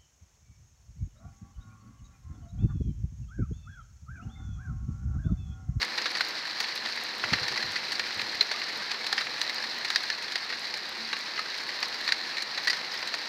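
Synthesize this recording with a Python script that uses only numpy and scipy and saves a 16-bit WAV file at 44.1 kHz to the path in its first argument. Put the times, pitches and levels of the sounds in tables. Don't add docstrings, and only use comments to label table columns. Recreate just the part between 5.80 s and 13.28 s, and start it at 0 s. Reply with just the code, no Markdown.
import sys
import numpy as np
from scipy import signal
from scipy.fft import rfft, irfft, next_fast_len
from scipy.io import wavfile
from scipy.ndimage import map_coordinates

SR = 44100
rng = np.random.default_rng(int(sys.argv[2]) if len(sys.argv) > 2 else 0)


def pcm_store(signal):
    levels = np.round(np.clip(np.atleast_2d(signal), -1, 1) * 32767)
    wavfile.write(sys.argv[1], SR, levels.astype(np.int16).T)


N = 329868

# t/s, strength/dB, hardness/dB, knock relative to strength/dB, clatter t60/s
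# (t60 is the time a sound takes to fade by 60 dB)
LOUD_STONES = [(0.0138, -27, 2, -14, .06), (0.0271, -25.5, 4, -9.5, 0.029),
               (0.1754, -26.5, 0.5, -9.5, 0.082), (0.2562, -26.5, -0.5, -7, 0.061),
               (0.3494, -28.5, 1, -11, 0.066), (0.3684, -31.5, 5, -9, 0.056), (0.4073, -24, 2, -9, .016),
               (0.801, -26.5, 8, -13, 0.049), (1.0588, -32, 2, -8, .017), (1.4377, -30.5, -14.5, -1, 0.021),
               (1.5313, -21.5, -1.5, -11.5, 0.041), (1.6795, -30.5, 5, -8, .037),
               (1.7753, -29, 1, -11, .02), (1.8243, -28.5, 1, -14, 0.051), (1.9553, -27.5, -1, -20, 0.1),
               (2.1168, -28, 7, -14, 0.091), (2.1943, -29, 4, -19, 0.015), (2.3936, -28.5, 0, -12, 0.041),
               (2.4157, -32, 3, -16, .016), (2.6102, -24, 3.5, -14, 0.023), (2.7134, -27.5, 2, -7, .036),
               (3.1138, -30.5, 4, -11, .029), (3.327, -25.5, 6, -4.5, 0.016),
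               (3.3782, -25, -3.5, -17, 0.045), (3.4051, -29.5, 1, -6.5, .09),
               (3.6147, -25.5, 4.5, -14, 0.01), (3.6955, -30.5, 3, -22, 0.0077), (3.838, -32, 2, -9, .039),
               (4.046, -29.5, 3.5, -15, .05), (4.1014, -27, 3.5, -9, 0.024), (4.1586, -21, 4, -19, 0.017),
               (4.3005, -27, -0.5, -19, .013), (4.5556, -26.5, 0, -9, 0.021), (4.7234, -32, -4, -14, 0.066),
               (5.328, -27.5, -0.5, -8.5, .05), (5.5904, -29.5, 2.5, -9, 0.04),
               (6.0271, -26, 2.5, -8, 0.031), (6.2759, -28, 0, -12, .04), (6.2868, -28.5, -1, -6, 0.034),
               (6.3213, -20.5, 3, -17, 0.021), (6.5808, -32.5, 0, -20, 0.027),
               (6.7746, -28.5, 0, -8, 0.072), (6.872, -24, 2, -20, 0.02), (6.8785, -27, 8, -9, 0.028),
               (6.8974, -23, 4, -17, 0.059), (6.9295, -29, 0, -9, 0.029), (7.2259, -33, -3, -7, 0.041),
               (7.3384, -28, 1.5, -7.5, .042)]
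# lowest f/Hz, highest f/Hz
HIT_BANDS = [(300, 1300), (1300, 3200), (3200, 6500), (6500, 15500)]
# f/Hz, relative level/dB
HIT_COLOUR = [(100, -34.5), (400, -19.5), (900, -9.5), (1300, -9), (1850, -1), (2500, -5), (3200, -10.5),
              (4150, 0), (4700, 0.5), (5600, -8), (7500, -23.5), (11000, -30.5), (13000, -34.5),
              (15800, -31)]
# t/s, f/Hz, level/dB, t60/s
PING_NOTES = [(0.407, 1490, -12.5, 0.018), (2.609, 4096, -6.5, 0.028), (2.612, 426, -30, 0.067),
              (2.744, 1211, -32, 0.08), (3.326, 1804, -26, 0.055), (3.328, 790, -25, 0.039),
              (4.161, 3810, -21.5, 0.059), (5.191, 227.5, -44, 0.55), (5.329, 1126, -29, 0.075),
              (5.59, 1260, -20, 0.034), (6.277, 4350, -16, .025), (6.583, 2270, -26, .035),
              (6.878, 1933, -15.5, 0.061)]
# f/Hz, relative level/dB
SPLINTER_COLOUR = [(1000, -13), (3000, 1), (4400, 14), (6500, 11.5), (9000, -0.5), (11500, -5), (13500, -1),
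                   (15800, -8)]
# t/s, relative level/dB
FALL_STRENGTH = [(0.0, -35), (1.18, -35.5), (1.65, -33), (2.08, -35), (4.16, -35), (4.37, -36.5),
                 (5.67, -36.5), (5.81, -35.5), (6.44, -35), (6.6, -36), (6.91, -35), (7.48, -36)]
# f/Hz, relative level/dB
DULL_COLOUR = [(25, -50), (55, -26), (90, -15.5), (150, -5), (300, 1.5), (550, 2), (800, 6), (1300, 5),
               (1900, -2), (3500, -32)]
# f/Hz, relative level/dB
HISS_COLOUR = [(600, -34.5), (1300, -12), (1750, 0.5), (2050, -1.5), (2450, -5.5), (3150, -9), (3600, -7),
               (4100, 2.5), (4600, -1.5), (5500, -10), (7000, -25), (11000, -41), (13000, -35),
               (15800, -49)]
# t/s, relative level/dB
HAND_BUMPS = [(1.441, -47), (1.521, -29.5), (1.612, -39.5), (1.709, -43), (1.837, -45), (1.875, -48),
              (2.361, -50), (2.422, -52), (2.54, -55)]
# f/Hz, width/Hz, relative level/dB
HOLLOW_NOTES = [(92, 12, -10), (131.6, 6.5, -8), (161, 7.2, -3.5), (229.3, 14.3, 3), (310, 9.3, 1),
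                (356.6, 24, 1), (421.5, 23, 1), (498.2, 10.6, 5.5), (604, 11, 0.5), (752, 59, -5.5),
                (929, 56, 0), (1190, 33, -15)]
# f/Hz, relative level/dB
CAMERA_NOISE_COLOUR = [(25, 4), (280, 21), (1400, -3), (2500, -23), (3300, -17), (5500, -15.5), (7500, 7.5),
                       (11000, 8), (15500, 5)]

DULL_DB, HISS_DB, PATTER_DB, HOLLOW_DB = -46, -37, -40.5, -52.5


def near_stones():
    track, colour = np.zeros(N), ringing(HIT_COLOUR)
    bands = [signal.butter(3, edges, "band", fs=SR, output="sos") for edges in HIT_BANDS]
    span = SR / 100
    stones = [*LOUD_STONES, *lesser_stones()]
    detunes = rng.standard_normal((len(stones), 2))
    for (s, strength_db, hard_db, knock_db, t60), (low, high) in zip(stones, detunes):
        force = shatter(t60, crack=0.33, crack_t60=0.003, tail_db=-14, tail_t60=0.069,
                        rise_s=0.028 * t60, lumpy_db=-0.5)
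        force = struck(force, hz=1850 * 2 ** (0.106 * low), q=32, tone_db=3)
        force = struck(force, hz=4250 * 2 ** (0.089 * high), q=21, tone_db=5.5)
        blow = signal.fftconvolve(force, colour)
        clack_db, tick_db, snap_db = -0.43 * hard_db, 0.43 * hard_db, -18 + 1.47 * hard_db
        for band, db in zip(bands, [knock_db, clack_db, tick_db, snap_db]):
            part = signal.sosfilt(band, blow)
            add(track, s, amp(strength_db + db) * np.sqrt(span) * part / np.linalg.norm(part))
    return track


def lesser_stones(count=26, strength_db=-33, knock_db=-14, t60=0.03):
    times = (np.arange(count) + rng.random(count)) / count * N / SR
    return [(s, strength_db + 1.1 * mass, 3.5 * hardness, knock_db, t60 * 2 ** (life / 2))
            for s, (mass, hardness, life) in zip(times, rng.standard_normal((count, 3)))]


def shatter(t60, crack, crack_t60, tail_db, tail_t60, rise_s, lumpy_db, size=3000):
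    t = np.arange(size) / SR
    fade = crack * amp(-60 * t / crack_t60) + amp(-60 * t / t60) + amp(tail_db - 60 * t / tail_t60)
    chip_times = t[::48]
    chips = amp(lumpy_db * np.interp(t, chip_times, rng.standard_normal(len(chip_times))))
    return fade * (1 - np.exp(-t / rise_s)) * chips * rng.standard_normal(size)


def struck(force, hz, q, tone_db):
    resonance = signal.iirpeak(min(hz, SR / 2.5), max(q, 1), SR)
    return force + amp(tone_db) * signal.lfilter(*resonance, force)


def pings():
    track, t = np.zeros(N), np.arange(SR // 2) / SR
    for s, hz, db, t60 in PING_NOTES:
        shape = amp(db - 60 * t / t60) * (1 - np.exp(-t * hz / 2))
        add(track, s, shape * np.sin(2 * np.pi * hz * t))
    return track


def splinters(count=400, t60=0.0067, faintest_db=-60, spread_db=29.5, rarity=3.1):
    track, t, colour = np.zeros(N), np.arange(600) / SR, ringing(SPLINTER_COLOUR)
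    for when, nearness in zip(rng.random(count), np.linspace(0, 1, count)):
        force = amp(-60 * t / t60) * (1 - np.exp(-t / 0.00067)) * rng.standard_normal(len(t))
        force = struck(force, hz=rng.uniform(8200, 14600), q=5.2, tone_db=9)
        click = signal.fftconvolve(force, colour)
        peak_db = faintest_db + spread_db * nearness ** rarity
        add(track, when * N / SR, amp(peak_db) * click / np.abs(click).max())
    return track


def patter(count=760, spread_db=7.5, t60=0.044):
    track = np.zeros(N)
    for when, mass, pitch, life in rng.random((count, 4)):
        force = shatter(t60 * 2 ** (2 * life - 1), crack=1.4, crack_t60=0.0024, tail_db=-18,
                        tail_t60=0.041, rise_s=0.00037, lumpy_db=-1)
        tick = unit(struck(force, hz=750 * 7.2 ** pitch, q=6, tone_db=7))
        add(track, when * N / SR, amp(spread_db * mass ** 2) * tick)
    return unit(signal.fftconvolve(track, ringing(HIT_COLOUR))[:N])


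def far_hail(colour, count, spread_db=2):
    sizes = rng.choice([-1, 1], count) * amp(spread_db * rng.standard_normal(count))
    hits = np.bincount(rng.integers(0, N, count), sizes, N)
    return unit(signal.fftconvolve(hits, ringing(colour))[:N])


def hand_bumps(hz=102.6, hardest_t60=0.11):
    track, t = np.zeros(N), np.arange(SR // 4) / SR
    band = signal.butter(2, [hz * 0.5, hz * 2.46], "band", fs=SR, output="sos")
    hardest_db = max(db for s, db in HAND_BUMPS)
    thud = np.sin(2 * np.pi * hz * t)
    for s, db in HAND_BUMPS:
        rub = unit(signal.sosfilt(band, rng.standard_normal(len(t))))
        t60 = hardest_t60 * 2 ** ((hardest_db - db) / 40)
        shape = amp(db - 60 * t / t60) * (1 - np.exp(-t / 0.0036))
        add(track, s, shape * (1.03 * thud + 1.08 * rub))
    return track


def hollow_thing():
    def resonances(f):
        return sum(amp(db) * 1j * f * width / (hz * hz - f * f + 1j * f * width)
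                   for hz, width, db in HOLLOW_NOTES)

    blows = rng.standard_normal(N) * amp(3 * wobble(9.8))
    return unit(filtered(blows, resonances))


def amp(db):
    return 10 ** (np.asarray(db) / 20)


def unit(x):
    return x / np.sqrt(np.mean(x ** 2) + 1e-20)


def gain_at(colour, hz):
    f, db = np.transpose(colour)
    return amp(np.interp(np.log(hz + 1), np.log(f + 1), db))


def wobble(rate):
    return map_coordinates(rng.standard_normal(int(N * rate / SR) + 4), [np.arange(N) * rate / SR])


def filtered(x, response):
    size = next_fast_len(N + SR // 2)
    return irfft(rfft(x, size) * response(np.fft.rfftfreq(size, 1 / SR)), size)[..., :N]


def ringing(colour, size=2048):
    cepstrum = irfft(np.log(gain_at(colour, np.fft.rfftfreq(size, 1 / SR))))
    fold = np.r_[1, np.full(size // 2 - 1, 2), 1, np.zeros(size // 2 - 1)]
    return irfft(np.exp(rfft(cepstrum * fold)))


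def add(track, s, sound):
    part = track[max(round(s * SR), 0):][:len(sound)]
    part += sound[:len(part)]


def scene():
    fall_db = np.interp(np.arange(N) / SR, *np.transpose(FALL_STRENGTH))
    swell_db = fall_db - fall_db.mean()
    dull = amp(DULL_DB + 1.1 * swell_db + 0.6 * wobble(13)) * far_hail(DULL_COLOUR, count=30000)
    hiss = amp(HISS_DB + swell_db + 0.5 * wobble(25)) * far_hail(HISS_COLOUR, count=45000)
    middle = amp(PATTER_DB + swell_db) * patter()
    close = near_stones() + pings() + splinters()
    hollow = amp(HOLLOW_DB + swell_db) * hollow_thing()
    mono = close + middle + hiss + dull + amp(2.5) * hand_bumps() + hollow
    return np.array([mono, mono])


def record(dry):
    noise = filtered(rng.standard_normal(N), lambda hz: gain_at(CAMERA_NOISE_COLOUR, hz))
    noise = amp(-71) * unit(noise)
    bass_cut = signal.butter(2, 30, "high", fs=SR, output="sos")
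    pair = signal.sosfilt(bass_cut, dry + np.array([noise, -noise]))
    return filtered(pair, lambda hz: hz < 15650)


dry = scene()
out = record(dry)
pcm_store(out)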